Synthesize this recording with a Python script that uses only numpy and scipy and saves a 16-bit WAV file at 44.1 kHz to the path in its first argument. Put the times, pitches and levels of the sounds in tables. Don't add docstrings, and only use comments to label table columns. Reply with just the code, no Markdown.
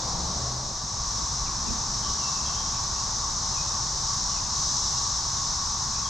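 import sys
import numpy as np
from scipy import signal
from scipy.fft import rfft, irfft, next_fast_len
from scipy.io import wavfile
from scipy.ndimage import uniform_filter1d

SR = 44100
rng = np.random.default_rng(int(sys.argv[2]) if len(sys.argv) > 2 else 0)


def digitize_waveform(pressure):
    field = np.atleast_2d(pressure).T
    bounded = np.clip(field, -1, 1)
    quanta = np.round(bounded * 32767).astype(np.int16)
    wavfile.write(sys.argv[1], SR, quanta)


N = 268569
FADE_START_S, FADE_S = 0.41, 0.71


def buzz(tree_count=14, rise_db_per_s=0.32, deep_db=-1.5, whistle_db=-18):
    # f/Hz, relative level/dB
    abdomen = [(2000, -55), (3000, -27), (3850, -11.5), (4700, -9.5), (5350, -1.5), (5900, -0.5),
               (6450, -3), (7200, -11.5), (7850, -17.5), (9000, -26.5), (10200, -46.5), (11800, -35),
               (13500, -54), (15000, -61)]
    # f/Hz, gain/dB
    thicket_colour = [(2700, 1), (3500, 1), (4400, 1.6), (5500, -1.1), (9000, 0)]
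    trees = steady(sum(ongoing(tymbals(click_hz=381.6, swell_db=3.5, count=3)) for _ in range(tree_count)))
    deep_wood = rng.standard_normal((2, N))
    chorus = diffuse(coloured(trees + amp(deep_db) * deep_wood, abdomen), left_db=1.3)
    chorus = lawn_share() * chorus + (1 - lawn_share()) * coloured(chorus, thicket_colour)
    whistle = diffuse(ongoing(held_note(hz=5870, waver=0.00137, swell_db=-1)), left_db=-4)
    flutter = amp(0.14 * wobble(25.2) + 0.3 * wobble(7.6))
    rise_db = rise_db_per_s * (times() - FADE_START_S - FADE_S) + surges()
    level = crossfade(thicket_db=-30.5, lawn_db=-31 + rise_db)
    return level * (flutter * chorus + amp(whistle_db) * whistle)


def tymbals(click_hz, swell_db, count):
    clicks = np.zeros(N)
    for _ in range(count):
        rate_hz = click_hz * np.exp(.25 * rng.standard_normal() + .15 * wobble(90))
        cycles = np.cumsum(rate_hz) / SR
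        snaps = np.flatnonzero(np.diff(np.floor(cycles)))
        strength = amp(swell_db * wobble(2.54)[snaps] + rng.normal(0, 2.7, len(snaps)))
        clicks[snaps] += strength * rng.choice([-1, 1], len(snaps))
    return unit(clicks)


def surges(attack_s=0.089, release_s=0.24):
    # onset t/s, hold/s, rise/dB
    groups = [(0.62, 0.39, 1), (1.156, 0.21, 0.9), (1.55, .2, 0.4), (2.04, .1, 1.2), (2.18, 0.12, 1),
              (2.92, 1, 0.93), (3.968, 0.11, 1.3), (4.07, 0.28, 0.9), (4.49, 0.5, 2.5), (5.28, .25, 0.6)]
    t = times()
    return sum(db * np.clip((t - onset) / attack_s, 0, 1)
               * np.exp(-np.maximum(t - onset - hold, 0) / release_s) for onset, hold, db in groups)


def whine(throb_db=0.6, low_choir_db=-7):
    # peak t/s, half length/s, rise/dB
    waves = [(1.22, 0.088, 4.5), (1.55, .06, 2.5), (2.074, 0.035, 7), (2.29, 0.063, 6), (2.79, 0.069, 5.5),
             (3.013, 0.075, 3), (3.244, .06, 5.5), (3.56, 0.031, 6.5), (3.76, 0.039, 5.5),
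             (4.117, 0.031, 8), (4.33, .06, 2), (4.57, 0.041, 4), (5.08, 0.064, 5), (5.41, 0.064, 5),
             (5.66, 0.074, 5), (6.045, .05, 6.5)]
    # f/Hz, relative level/dB
    far_spectrum = [(400, -60), (650, -16.5), (800, -4.5), (915, -4.5), (1020, -1.5), (1150, -1),
                    (1260, -6.5), (1420, -9.5), (1700, -13.5), (2250, -21), (3000, -23.5), (5000, -81)]
    waves_db = sum(db * swell(peak_s, half_s) for peak_s, half_s, db in waves)
    throb = amp(waves_db + throb_db * wobble(8))
    high = throb * choir(hz=1112.0, spread=.046, waver=.013, count=14)
    low = amp(low_choir_db) * choir(hz=927.6, spread=.045, waver=.024, count=6)
    far = diffuse(noise(far_spectrum), left_db=0.5)
    return (crossfade(thicket_db=-43.5, lawn_db=-44.5) * high
            + crossfade(thicket_db=-42, lawn_db=-40.5) * (far + low))


def choir(hz, spread, waver, count):
    pitches = hz * (1 + spread * np.arcsin(np.linspace(-1, 1, count)) / (np.pi / 2))
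    voices = sum(ongoing(held_note(pitch, waver, swell_db=1.5)) for pitch in pitches)
    return steady(diffuse(voices, left_db=1.5))


def held_note(hz, waver, swell_db):
    pitch = hz * (1 + waver * (wobble(3) + wobble(60)))
    return unit(amp(swell_db * wobble(2.53)) * np.sin(2 * np.pi * np.cumsum(pitch) / SR))


def bird(trill_hz=75, waver_hz=12, accent_db=-3.0, direct_db=-5.0, reverberant_db=-4.0):
    # t/s, length/s, slide/s, start f/Hz, held f/Hz, end f/Hz,
    # relative level/dB, trill depth/Hz
    notes = [(1.45, 0.053, 0.027, 2900, 2340, 2320, -51.5, 0),
             (1.662, 0.045, 0.026, 2860, 2470, 2390, -51.5, 0),
             (2.02, .086, 0.04, 3200, 3110, 3070, -47, 190), (2.178, 0.11, .05, 3080, 2700, 2670, -50, 0),
             (2.32, 0.084, 0.035, 2720, 2670, 2560, -51, 90),
             (2.41, 0.18, 0.082, 2720, 2830, 2850, -54, 220),
             (2.448, .062, 0.028, 3210, 3280, 3170, -46, 80),
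             (2.541, 0.088, 0.043, 3100, 3210, 3260, -47, 100),
             (2.73, .055, .028, 2580, 2480, 2330, -52.5, 198),
             (2.95, .045, .022, 2690, 2730, 2760, -54, 30), (3.525, 0.099, .045, 2880, 2515, 2490, -52, 0),
             (3.633, .085, .03, 2540, 2580, 2580, -59, 30), (4.305, .04, .02, 2890, 2920, 3050, -53, 110),
             (4.338, 0.065, .05, 2880, 2430, 2440, -51, 40), (4.808, 0.067, .04, 3080, 2700, 2700, -58, 30),
             (4.89, .125, 0.075, 2680, 2810, 2920, -58, 30),
             (5.93, 0.1, .047, 2480, 2560, 2650, -55.5, 130), (6.045, 0.044, .02, 3340, 3260, 3150, -46, 2)]
    song = np.zeros(N + SR)
    for onset, length, slide, start, held, end, db, depth in notes:
        progress = np.linspace(0, 1, int(length * SR))
        glide = np.interp(progress, [0, min(slide / length, 1), 1], [start, held, end])
        trill = depth * np.sin(2 * np.pi * trill_hz * length * progress)
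        pitch = glide + waver_hz * wobble(207)[:len(progress)] + trill
        envelope = amp(accent_db * progress) * np.sqrt(np.abs(np.sin(np.pi * progress)))
        note = unit(envelope * np.sin(2 * np.pi * np.cumsum(pitch) / SR))
        song[round(onset * SR):][:len(note)] += amp(db) * note
    return amp(direct_db) * song[:N] + amp(reverberant_db) * forest(song)[:, :N]


def rumble(fall_db_per_s=0.38):
    # f/Hz, relative level/dB
    spectrum = [(8, -37), (20, 0.5), (35, -1.5), (65, 2), (95, -3.5), (130, -2.5), (175, -12), (280, -55),
                (600, -83)]
    # t/s, half length/s, change/dB
    swells = [(0.15, 0.045, 3), (1.026, 0.027, 3.5), (1.42, 0.036, 3.5), (2.105, 0.04, 2),
              (2.28, 0.074, -6)]
    bass = steady(diffuse(noise(spectrum), left_db=-.3))
    swells_db = sum(db * swell(peak_s, half_s) for peak_s, half_s, db in swells)
    return crossfade(thicket_db=-38.5, lawn_db=-36.5) * amp(swells_db - fall_db_per_s * times()) * bass


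def engines(nearest_s=1.84, half_power_s=0.29, passing_db=-45):
    # f/Hz, relative level/dB
    spectrum = [(70, -31), (130, -3), (165, -1.5), (215, 0.5), (270, -10.5), (400, -14.5), (800, -61)]
    passing = lawn_share() * amp(passing_db) / np.hypot(1, (times() - nearest_s) / half_power_s)
    level = np.hypot(crossfade(thicket_db=-44.5, lawn_db=-48), passing)
    return level * diffuse(noise(spectrum), left_db=-.3)


def tyres(nearest_s=2.74, half_power_s=3.1, thicket_left_db=4):
    # f/Hz, relative level/dB
    spectrum = [(80, -30), (200, -19), (300, -1), (480, -1.5), (700, 2), (950, 1), (1400, -13),
                (2500, -22.5), (6000, -60)]
    nearness = 1 / np.hypot(1, lawn_share() * (times() - nearest_s) / half_power_s)
    left_db = thicket_left_db * (1 - lawn_share())
    roar = diffuse(noise(spectrum), left_db=0) * amp([left_db / 2, -left_db / 2])
    return crossfade(thicket_db=-40, lawn_db=-46.5) * nearness * roar


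def vehicle():
    # f/Hz, peak t/s, half length/s, level/dB
    tones = [(68.3, 0.36, 0.19, -39), (122.8, 0.505, 0.11, -37.5), (174.5, 0.18, 0.12, -42.5)]
    return sum(amp(db) * swell(peak_s, half_s) * held_note(hz, waver=0.014, swell_db=1.5)
               for hz, peak_s, half_s, db in tones)


def breeze():
    # peak t/s, half length/s, level/dB
    puffs = [(0.152, 0.013, -46), (1.204, 0.026, -42), (1.698, 0.038, -34.5)]
    # f/Hz, relative level/dB
    spectrum = [(15, -14), (55, 5), (100, -26), (230, 1.5), (330, -10.5), (450, -12.5), (900, -37),
                (2000, -70)]
    return sum(amp(db) * swell(peak_s, half_s) for peak_s, half_s, db in puffs) * noise(spectrum)


def forest(x):
    # f/Hz, T60/s
    decay_times = [(500, 0.75), (2500, 0.94), (6000, 0.73), (14000, 0.27)]
    hz, t, spectrogram = signal.stft(rng.standard_normal((2, SR // 2)), SR, nperseg=256)
    decay = amp(-60 * t / along(decay_times, hz)[:, None])
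    tails = signal.istft(spectrogram * decay, SR, nperseg=256)[1]
    return signal.fftconvolve(x[None], tails / np.linalg.norm(tails[0]), axes=1)


def ongoing(x):
    lead = SR // 2
    return forest(np.pad(x, (lead, 0), mode="reflect"))[:, lead:lead + N]


def diffuse(pair, left_db):
    # f/Hz, correlation
    coherence = [(30, .99), (70, .994), (140, .993), (220, .975), (320, .9), (600, .85), (1100, .82),
                 (2300, .6), (4000, .72), (5800, .85), (8000, .74), (12000, .62)]

    def mid_side_gains(hz):
        angle = np.arccos(np.clip(along(coherence, hz), -1, 1)) / 2
        return np.array([np.cos(angle), np.sin(angle)])

    mid, side = filtered(pair, mid_side_gains)
    return unit(np.array([mid + side, mid - side]) * amp([[left_db / 2], [-left_db / 2]]))


def crossfade(thicket_db, lawn_db):
    share = lawn_share()
    return np.hypot((1 - share) * amp(thicket_db), share * amp(lawn_db))


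def lawn_share():
    return np.clip((times() - FADE_START_S) / FADE_S, 0, 1)


def steady(x, window_s=0.129):
    power = np.abs(uniform_filter1d(np.mean(x ** 2, axis=0), int(window_s * SR)))
    return unit(x / np.sqrt(power + 1e-9))


def swell(peak_s, half_s):
    return np.exp(-.5 * ((times() - peak_s) / half_s) ** 2)


def wobble(rate_hz):
    position = np.arange(N) * rate_hz / SR + rng.random()
    knots = rng.standard_normal(int(position[-1]) + 2)
    return np.interp(position, np.arange(len(knots)), knots)


def noise(spectrum):
    return unit(coloured(rng.standard_normal((2, N)), spectrum))


def coloured(x, spectrum):
    return filtered(x, lambda hz: amp(along(spectrum, hz)))


def filtered(x, response):
    size = next_fast_len(N + SR // 2)
    return irfft(rfft(x, size) * response(np.fft.rfftfreq(size, 1 / SR)), size)[..., :N]


def along(points, hz):
    frequencies, values = np.transpose(points)
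    return np.interp(np.log(hz + 1), np.log(frequencies + 1), values)


def amp(db):
    return 10 ** (np.asarray(db) / 20)


def unit(x):
    return x / np.sqrt(np.mean(x ** 2) + 1e-20)


def times():
    return np.arange(N) / SR


def scene():
    return buzz() + whine() + bird() + rumble() + engines() + tyres() + vehicle() + breeze()


def record(dry, top_hz=15200):
    return filtered(dry, lambda hz: hz < top_hz)


dry = scene()
out = record(dry)
digitize_waveform(out)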